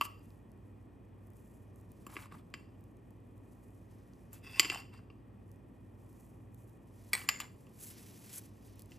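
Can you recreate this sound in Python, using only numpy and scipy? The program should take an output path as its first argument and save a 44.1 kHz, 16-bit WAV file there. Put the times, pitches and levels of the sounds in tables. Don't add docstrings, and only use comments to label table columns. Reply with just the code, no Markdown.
import sys
import numpy as np
from scipy import signal
from scipy.fft import rfft, irfft, next_fast_len
from scipy.io import wavfile

SR = 44100
rng = np.random.default_rng(int(sys.argv[2]) if len(sys.argv) > 2 else 0)


def store_wav(level_fs):
    pcm = np.round(np.clip(np.atleast_2d(level_fs), -1, 1) * 32767)
    wavfile.write(sys.argv[1], SR, pcm.T.astype(np.int16))


N = 396018

# (time [s], drive level [dB], landing place, weight below 2.8 kHz [dB/octave],
#   brightness above 2.8 kHz [dB/octave], thud of the hand-held body re drive [dB])
KNOCKS = [(0.011, -28.5, "rim", 0, -0.5, -10), (0.0527, -43, "rim", -5.5, 1, -7.5),
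          (2.066, -47.5, "flour", -3, 1, 5.5), (2.1564, -55.5, "wall", 10, 0, 12.5),
          (2.166, -38.5, "wall", 9.5, -14, 0), (2.2572, -63, "flour", 6, 1, 6),
          (2.3221, -62, "flour", 9.5, -2.5, 18), (2.3416, -66, "flour", 6, -7, 6),
          (2.5393, -37.5, "wall", 4.5, -2, -7), (4.3301, -65.5, "flour", -0.5, 13, 3),
          (4.5955, -16, "wall", -3.5, 5.5, -14.5), (4.6303, -37, "wall", -5, -1.5, -23),
          (4.6466, -31.5, "wall", -1, -2.5, -7), (4.6536, -40, "wall", -0.5, 2, 3.5),
          (4.6991, -27, "wall", -2, -3, -8), (4.7162, -41, "wall", 3.5, 3, -8.5),
          (4.7279, -44.5, "flour", -6, 1.5, -6), (4.746, -42, "wall", 2.5, 4, -16),
          (5.1011, -55.5, "rim", -11, -14, 2.5), (7.2158, -45, "foot", 1, -8, -5),
          (7.2395, -59, "flour", -2, -3, 13), (7.2887, -21.5, "foot", -1, -1.5, -20.5),
          (7.4016, -36, "foot", 0, 1, -30), (7.668, -62, "foot", -1, -9, 10.5),
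          (8.9184, -53.5, "wall", -8, -1, 4)]
KNOCK_ZONES_HZ = [1150, 1950, 2800, 4900, 7500, 12000]
LANDINGS = {"rim": ((8, -11.5, 1.5, -9, -20, -5.5), -1.4), "flour": ((5, -4.5, 0, -12.5, -4, -2.5), -5),
            "wall": ((-16.5, -4.5, -1, -9.5, -12.5, -21), 0), "foot": ((-7.5, -3, -0.5, -5, -4, -5.5),
            -2.2)}
# (frequency [Hz], level [dB], T60 [s])
BOWL_MODES = [(915, -8, 0.015), (1140, 5, 0.021), (1254, 2, 0.021), (1654, -1, 0.018), (2024, 0.5, 0.02),
              (2337, 3.5, 0.011), (2742, 3, 0.021), (3120, 1.5, 0.011), (3550, -15, 0.013),
              (4173, -19.5, 0.023), (4470, 4, 0.0095), (4770, 0, 0.015), (4840, 2, .03), (5200, -4, 0.02),
              (5820, -4, 0.012), (6670, 2, 0.0033), (7265, 5, 0.027), (7630, -2.5, 0.02), (8250, -6, 0.029),
              (10050, -8, .015), (10340, -4, 0.03), (11500, 2, 0.0098), (13155, -0.5, 0.048),
              (14400, -4.5, .015)]
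RIM_MODES = (1, 6, 11)
THUD_HZ, THUD_T60_S = 337, 0.027

# (start [s], end [s], contact, wall singing [dB],
#   flour crunch [dB], flour hiss [dB], swell from start to end [dB])
STROKES = [(0.027, 0.022, "free", -46, -75, -68, -21), (0.046, 0.054, "free", -56, -67.5, -52, -2),
           (2.098, 2.261, "free", -85, -58, -66, -1), (2.323, 2.403, "free", -89, -61, -71, -11),
           (4.336, 4.389, "buried", -70.5, -63, -59.5, -14), (4.442, 4.598, "buried", -62.5, -75.5, -70, 7),
           (4.585, 4.7, "free", -52.5, -58, -58, -5), (4.724, 4.807, "free", -48.5, -49, -64, -7),
           (4.941, 5.027, "free", -66, -62, -85, -17), (7.143, 7.26, "foot", -66, -50.5, -52.5, -10),
           (7.294, 7.41, "foot", -52.5, -67, -72, -15), (7.405, 7.455, "foot", -61.5, -52, -78, -8.5)]
CONTACTS = ["free", "buried", "foot"]
STROKE_ATTACK_DB_PER_S, STROKE_RELEASE_DB_PER_S = 901, 900.5
# (frequency [Hz], width [Hz], free [dB], buried [dB], on its foot [dB])
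SINGING_MODES = [(1110, 33, -7.5, -20, -15), (2108, 180, -11, -11.5, 2.5), (2650, 64, -26, 1, -21.5),
                 (2730, 26, 0, -10, -20), (3000, 130, -7, -20, -8), (3410, 180, -23, -6.5, -10),
                 (4760, 110, -8.5, -19.5, -11), (4850, 220, -15.5, -5, -10.5), (5280, 90, -14.5, -20, -18),
                 (7060, 52, -14, -18, 4.5), (8390, 60, -14, -18.5, -24.5), (8630, 80, -22.5, -13, -25),
                 (11800, 130, -18, -15, -15), (13150, 60, -15.5, -21.5, -14), (14390, 90, -22, -18, -25)]
RING_ON_DB, RING_ON_FALL_DB_PER_S = -30, 119.5
# (frequency [Hz], level per Hz [dB])
CRUNCH_SPECTRUM = [(400, -21), (800, 2), (1100, 3), (1500, -2), (2200, -2), (3200, -9), (4000, -12.5),
                   (5000, -15.5), (6200, -25.5), (8000, -14.5), (14000, -20)]
JOLT_DB = 3

# (time [s], drive level [dB])
SPOON_DROP = [(7.132, -31), (7.136, -33.5), (7.143, -45), (7.151, -38)]
# (frequency [Hz], level [dB], T60 [s])
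SPOON_MODES = [(376, -8.5, 0.033), (558.5, -5, 0.0095), (934, -2, 0.011), (1230, -4, 0.029),
               (1970, -1, 0.045), (2090, -20.5, 0.016), (2280, 10.5, 0.011), (2760, -19, 0.023),
               (3420, -3.5, 0.029), (4140, -2, 0.034), (4615, -4, 0.039), (5560, 3, 0.0039),
               (6840, -6.5, 0.029), (8270, 10.5, 0.014), (9800, -10.5, 0.014), (10120, -10.5, 0.024),
               (11060, -1.5, 0.02), (12700, -6, 0.029), (14270, -1.5, .02)]
ROCKING_PER_S, ROCKING_DB, ROCKING_S, ROCKING_FADE_DB = 300, -81, 0.1, -13

# (time [s], drive level [dB], duller part at 4-8.5 kHz re drive [dB])
TICKS = [(0.194, -46, -18), (0.305, -45, -1), (0.5178, -43, -20), (1.2712, -44, -20), (1.303, -39, -14),
         (1.335, -47, -15), (1.3688, -40, -25), (1.76, -41, -17), (1.8124, -43, -30), (1.9185, -36.5, -32),
         (2.5027, -47, -21), (2.809, -45, -24), (2.8401, -44.5, -22.5), (2.9695, -44.5, -19.5),
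         (3.1069, -43.5, -25), (4.1353, -50, 12), (5.5163, -37.5, -32.5), (5.5600, -46, -24.5),
         (6.129, -42.5, -23.5), (6.5456, -36, -15), (6.6952, -41.5, -21), (6.967, -61, -2.5),
         (8.6456, -47.5, -13.5), (8.6634, -44, -11), (8.737, -44, -14), (8.7573, -40, -24.5),
         (8.7943, -28, -7.5), (8.8116, -40, -11), (8.8206, -27.5, -21), (8.859, -39, -13),
         (8.9116, -39, -10)]
FAINT_TICKS_PER_S, FAINT_TICK_DB, FAINT_DULL_DB = 2, -54.5, -15

# (peak time [s], level [dB], rise [dB/s], fall [dB/s],
#   duller body re top [dB])
RUSTLES = [(0.303, -77.5, 32, 68, -11), (.666, -83, 140.5, 78, -9), (1.404, -73, 67, 36.5, -18.5),
           (1.783, -77, 149, 60, -23), (2.028, -77.5, 29.5, 40.5, -3.5), (2.572, -84, 30, 111, -9),
           (2.826, -85.5, 22, 61, -8.5), (3.14, -86, 50, 50, -10), (3.554, -74.5, 51.5, 26, -14),
           (3.924, -79.5, 73, 16, -3.5), (5.53, -82, 70, 119, -9.5), (6.203, -72, 40.5, 52, -11),
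           (6.622, -75, 99.5, 36, -19), (6.982, -69.5, 120, 23.5, -6.5), (8.583, -73, 89.5, 199, -6.5),
           (8.658, -68, 302, 108.5, -6), (8.798, -72.5, 41, 107, 0), (8.918, -68, 399, 114, 0)]
# (time [s], rustle level [dB], duller body re top [dB])
HANDLING = [(7.35, -74, -18), (7.71, -76.5, -5), (7.785, -66.5, -7.5), (7.815, -52, -14),
            (7.89, -46.5, -14), (7.959, -62.5, -2.5), (8.2, -62.5, -6), (8.344, -51, -8.5),
            (8.39, -44, -17), (8.4, -62.5, -5), (8.46, -65.5, -6.5), (8.515, -79, -5)]
# (frequency [Hz], level per Hz [dB])
RUSTLE_TOP = [(3000, -15), (5000, -9.5), (6500, 0), (8300, 3.5), (9500, -1.5), (11000, 8), (13000, 3),
              (15500, -1.5)]
RUSTLE_BODY = [(700, -13.5), (1500, -2.5), (2500, 1.5), (4000, -1), (6000, 1.5), (8000, -14.5)]
STILL_DB, FLOUR_BODY_DB = -89.5, -9

# (frequency [Hz], rms level [dB], spread of the level's waver [dB])
HUM_TONES = [(49.0, -72.5, .3), (58.4, -66, .3), (87.8, -71, 3.0), (98.1, -64, .8), (100.0, -64, .8),
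             (103.3, -73, 3.0), (116.8, -63, 1.5)]
# (time [s], pitch wander [fraction of pitch], change of the two lowest tones [dB])
UNREST = [(7.4, 0.00077, 0.5), (7.6, 0.044, -6), (8.0, 0.032, -3), (8.3, 0.037, -18.5), (8.5, 0.036, 1)]
# (frequency [Hz], rms level [dB], width [Hz])
WHINES = [(1870, -82.5, 140), (2460, -86, 79), (8130, -94.5, 140)]

# (frequency [Hz], level per Hz [dB])
ROOM_TONE_SPECTRUM = [(20, -26.5), (35, -20), (45, -11.5), (70, -2.5), (120, 1), (250, 4.5), (400, -3.5),
                      (700, -12.5), (1100, -14.5), (1450, -26.5), (2500, -33), (3200, -32), (3800, -41),
                      (7500, -48.5), (11000, -44), (15500, -42.5)]
ROOM_TONE_DB = -58
# (frequency [Hz], correlation [-1 to 1])
LIKENESS = [(30, 0.68), (200, .85), (600, .45), (1000, 0.082), (1400, 0.3), (1900, 0.49), (2400, 1),
            (16000, 1)]
KITCHEN_T60_S, WALL_CUT_HZ, KITCHEN_DB = .35, 6000, -14.5

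# (frequency [Hz], lead of the right [rad])
STEREO_PHASE = [(0, 0), (350, -.25), (800, .3), (1200, .3), (1900, .45), (2250, 0), (3200, -.62),
                (4300, -.5), (5400, -.05), (6200, 0), (7250, .6), (8000, 0), (8500, .45), (9420, 3.14),
                (15700, 15.7), (22050, 28.4)]
# (frequency [Hz], left minus right [dB])
STEREO_BALANCE = [(30, -4), (250, 0.8), (600, -0.1), (1150, -0.5), (1450, 5), (2000, 0.15), (3000, 0),
                  (16000, 0)]
CUTOFF_HZ = 16400


def bowl():
    s, drive_db, places, depth_db, tilt_db, thud_db = (np.array(column) for column in zip(*KNOCKS))
    wall_db = np.array([LANDINGS[place][1] for place in places])
    thud = ring(clicks(s + 0.0017, from_db(drive_db + thud_db)), THUD_HZ, THUD_T60_S)
    uneven_db = 1.5 * rng.standard_normal((len(s), len(BOWL_MODES)))
    modes = np.zeros(N)
    for k, (hz, level_db, t60) in enumerate(BOWL_MODES):
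        zone_db = [np.interp(np.log(hz), np.log(KNOCK_ZONES_HZ), LANDINGS[place][0]) for place in places]
        octaves = np.log2(hz / KNOCK_ZONES_HZ[2])
        slope_db = (tilt_db if octaves > 0 else -depth_db) * octaves
        landing_db = wall_db * (k not in RIM_MODES)
        train = clicks(s, from_db(drive_db + zone_db + slope_db + uneven_db[:, k] + landing_db))
        blows = (-1) ** k * train + .5 * contact(train, 0.0086)
        modes += from_db(level_db) * ring(blows, hz, t60)
    return filtered(modes, "high", 3, 780) + filtered(thud, "band", 2, [180, 750])


def scraping():
    slips = grains(5500, spread_db=4.5)
    singing_power = np.zeros((len(CONTACTS), N))
    crunch_power = np.zeros(N)
    for start, end, kind, sing_db, crunch_db, _, swell_db in STROKES:
        shape = stroke_shape(start, end, swell_db)
        singing_power[CONTACTS.index(kind)] += from_db(2 * sing_db) * shape
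        crunch_power += from_db(2 * crunch_db) * shape
    for s, drive_db, place, *_ in KNOCKS:
        if place in ("rim", "wall"):
            singing_power[0] += ramp(s, s, drive_db + RING_ON_DB, 0, 5000, RING_ON_FALL_DB_PER_S)
    jolts = from_db(JOLT_DB * drift(45))
    out = np.sqrt(crunch_power) * jolts * crunch()
    for hz, width_hz, *levels_db in SINGING_MODES:
        mode = rms_one(ring(slips, hz, width_to_t60(width_hz)))
        level = np.sqrt(from_db(2 * np.array(levels_db)) @ singing_power)
        flutter = from_db(2.7 * drift(16))
        out += level * flutter * mode
    return out


def crunch():
    edges_hz = [300, 1400, 3000, 6200, 15000]
    lumps = np.zeros(N)
    for low, high in zip(edges_hz, edges_hz[1:]):
        band = filtered(grains(1500, spread_db=3.0), "band", 2, [low, high])
        lumps += band * from_db(3.5 * drift(40))
    return coloured(lumps, CRUNCH_SPECTRUM)


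def spoon():
    s, drive_db = np.transpose(SPOON_DROP)
    rocking_power = ramp(s[0], s[0] + ROCKING_S, ROCKING_DB, ROCKING_FADE_DB, 5000, 1000)
    rocking = np.sqrt(rocking_power) * grains(ROCKING_PER_S, spread_db=2.5)
    rings = np.zeros(N)
    for hz, level_db, t60 in SPOON_MODES:
        touches = contact(clicks(s, from_db(drive_db)), 0.0013)
        rings += from_db(level_db) * ring(touches + rocking, hz, t60)
    return filtered(rings, "high", 2, 250)


def ticks():
    s, drive_db, dull_db = np.transpose(TICKS)
    chance = rng.random(N) < FAINT_TICKS_PER_S / SR
    faint = chance * from_db(FAINT_TICK_DB + 3.0 * rng.standard_normal(N))
    bright = clicks(s, from_db(drive_db)) + faint
    dull = clicks(s, from_db(drive_db + dull_db)) + from_db(FAINT_DULL_DB) * faint
    bright_snaps = bright + 0.7 * contact(bright, .001)
    dull_snaps = dull + 1.06 * contact(dull, 0.00056)
    return filtered(bright_snaps, "high", 2, 8500) + filtered(dull_snaps, "band", 2, [4000, 8500])


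def rustle():
    hands_db, hands_body_db = in_time(HANDLING, outside=-200)
    # power of the top, level of the body re top in dB
    parts = [(from_db(2 * STILL_DB), FLOUR_BODY_DB), (from_db(2 * hands_db), hands_body_db)]
    for s, level_db, rise, fall, body_db in RUSTLES:
        parts.append((ramp(s, s, level_db, 0, rise, fall), body_db))
    for start, end, _, _, _, hiss_db, swell_db in STROKES:
        parts.append((from_db(2 * hiss_db) * stroke_shape(start, end, swell_db), FLOUR_BODY_DB))
    top = coloured(grains(8000, spread_db=3.5), RUSTLE_TOP) * from_db(1.5 * drift(12))
    body = coloured(rng.standard_normal(N), RUSTLE_BODY)
    top_gain = np.sqrt(sum(power for power, _ in parts))
    body_gain = np.sqrt(sum(power * from_db(2 * body_db) for power, body_db in parts))
    return from_db(2.1 * drift(30)) * (top_gain * top + body_gain * body)


def hum():
    wander, low_db = in_time(UNREST)
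    out = np.zeros(N)
    for hz, rms_db, waver_db in HUM_TONES:
        turns = np.cumsum(hz * (1 + wander * drift(2.16))) / SR + rng.random()
        level_db = rms_db + waver_db * drift(0.66) + low_db * (hz < 70)
        out += np.sqrt(2) * from_db(level_db) * np.sin(2 * np.pi * turns)
    return out


def whines():
    out = np.zeros(N)
    for hz, level_db, width_hz in WHINES:
        whine = ring(rng.standard_normal(N), hz, width_to_t60(width_hz))
        out += from_db(level_db) * rms_one(whine)
    return out


def room_tone():
    size = next_fast_len(N)
    hz = np.fft.rfftfreq(size, 1 / SR)
    mid, side = rfft(rng.standard_normal((2, size)))
    alike = np.clip(at_hz(LIKENESS, hz), -1, 1)
    pair = np.sqrt(1 + alike) * mid + np.sqrt(1 - alike) * side * [[1], [-1]]
    noise = irfft(pair * from_db(at_hz(ROOM_TONE_SPECTRUM, hz)), size)[:, :N]
    return from_db(ROOM_TONE_DB) * rms_one(noise)


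def kitchen(x):
    t = np.arange(round(.5 * SR)) / SR
    white = rng.standard_normal((3, len(t))) * np.clip(t / .006, 0, 1)
    lows = filtered(white[1], "low", 2, 1500)
    dull = filtered(white[0], "low", 1, WALL_CUT_HZ)
    tail = (dull + 1.8 * lows * [[1], [-1]]) * from_db(-60 * t / KITCHEN_T60_S)
    tail = tail + white[2] * from_db(-60 * t / 0.39)
    return signal.fftconvolve(x[None], tail / np.sqrt(np.sum(tail[0] ** 2)), axes=1)[:, :N]


def from_db(db):
    return 10 ** (np.asarray(db) / 20)


def rms_one(x):
    return x / np.sqrt(np.mean(x ** 2) + 1e-20)


def filtered(x, kind, order, hz):
    return signal.sosfilt(signal.butter(order, hz, kind, fs=SR, output="sos"), x)


def in_time(rows, outside=None):
    s, *columns = np.transpose(rows)
    return [np.interp(np.arange(N) / SR, s, column, outside, outside) for column in columns]


def at_hz(points, hz):
    point_hz, values = np.transpose(points)
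    return np.interp(np.log(np.maximum(hz, 1)), np.log(point_hz), values)


def drift(rate_hz):
    r = np.exp(-80 * np.pi * rate_hz / SR)
    noise = rng.standard_normal(N // 40 + 2002)
    slow = signal.lfilter([1], [1, -2 * r, r * r], noise)[2000:]
    return np.interp(np.arange(N) / 40, np.arange(len(slow)), rms_one(slow))


def coloured(x, spectrum):
    size = next_fast_len(N)
    gain = from_db(at_hz(spectrum, np.fft.rfftfreq(size, 1 / SR)))
    return rms_one(irfft(rfft(x, size) * gain, size)[..., :N])


def ring(x, hz, t60):
    r = from_db(-60 / (max(t60, .003) * SR))
    w = 2 * np.pi * hz / SR
    return signal.lfilter([0, np.sin(w)], [1, -2 * r * np.cos(w), r * r], x + 1e-18)


def width_to_t60(width_hz):
    return np.log(1000) / (np.pi * width_hz)


def clicks(times, gains):
    out = np.zeros(N)
    np.add.at(out, np.round(np.asarray(times) * SR).astype(int), gains)
    return out


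def contact(train, length_s):
    t = np.arange(round(.012 * SR)) / SR
    envelope = signal.fftconvolve(train, np.exp(-t / length_s))[:N]
    return envelope * rng.standard_normal(N) / np.sqrt(length_s * SR / 2)


def grains(per_s, spread_db):
    sizes = from_db(spread_db * np.minimum(rng.exponential(1, N), 5)) * rng.choice([-1, 1], N)
    return rms_one(sizes * (rng.random(N) < per_s / SR))


def ramp(start, end, level_db, swell_db, rise_db_per_s, fall_db_per_s):
    t = np.arange(0, N, 16) / SR
    held_db = level_db + swell_db * np.clip((t - start) / max(end - start, 1e-3), 0, 1)
    before_db = abs(rise_db_per_s) * np.maximum(start - t, 0)
    after_db = abs(fall_db_per_s) * np.maximum(t - end, 0)
    return np.repeat(from_db(2 * (held_db - before_db - after_db)), 16)[:N]


def stroke_shape(start, end, swell_db):
    return ramp(start, end, 0, swell_db, STROKE_ATTACK_DB_PER_S, STROKE_RELEASE_DB_PER_S)


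def scene():
    near = bowl() + scraping() + spoon() + ticks()
    background = hum() + whines() + room_tone()
    return near + from_db(KITCHEN_DB) * kitchen(near) + rustle() + background


def record(dry):
    size = next_fast_len(N + 4096)
    hz = np.fft.rfftfreq(size, 1 / SR)
    half_turn = np.interp(hz, *np.transpose(STEREO_PHASE)) / 2
    right = np.exp(1j * half_turn) / from_db(at_hz(STEREO_BALANCE, hz) / 2)
    pair = irfft(rfft(dry, size) * np.stack([1 / right, right]), size)[:, :N]
    pair = filtered(pair, "low", 6, 15800)
    return signal.sosfilt(signal.cheby2(12, 70, CUTOFF_HZ, fs=SR, output="sos"), pair)


dry = scene()
out = record(dry)
store_wav(out)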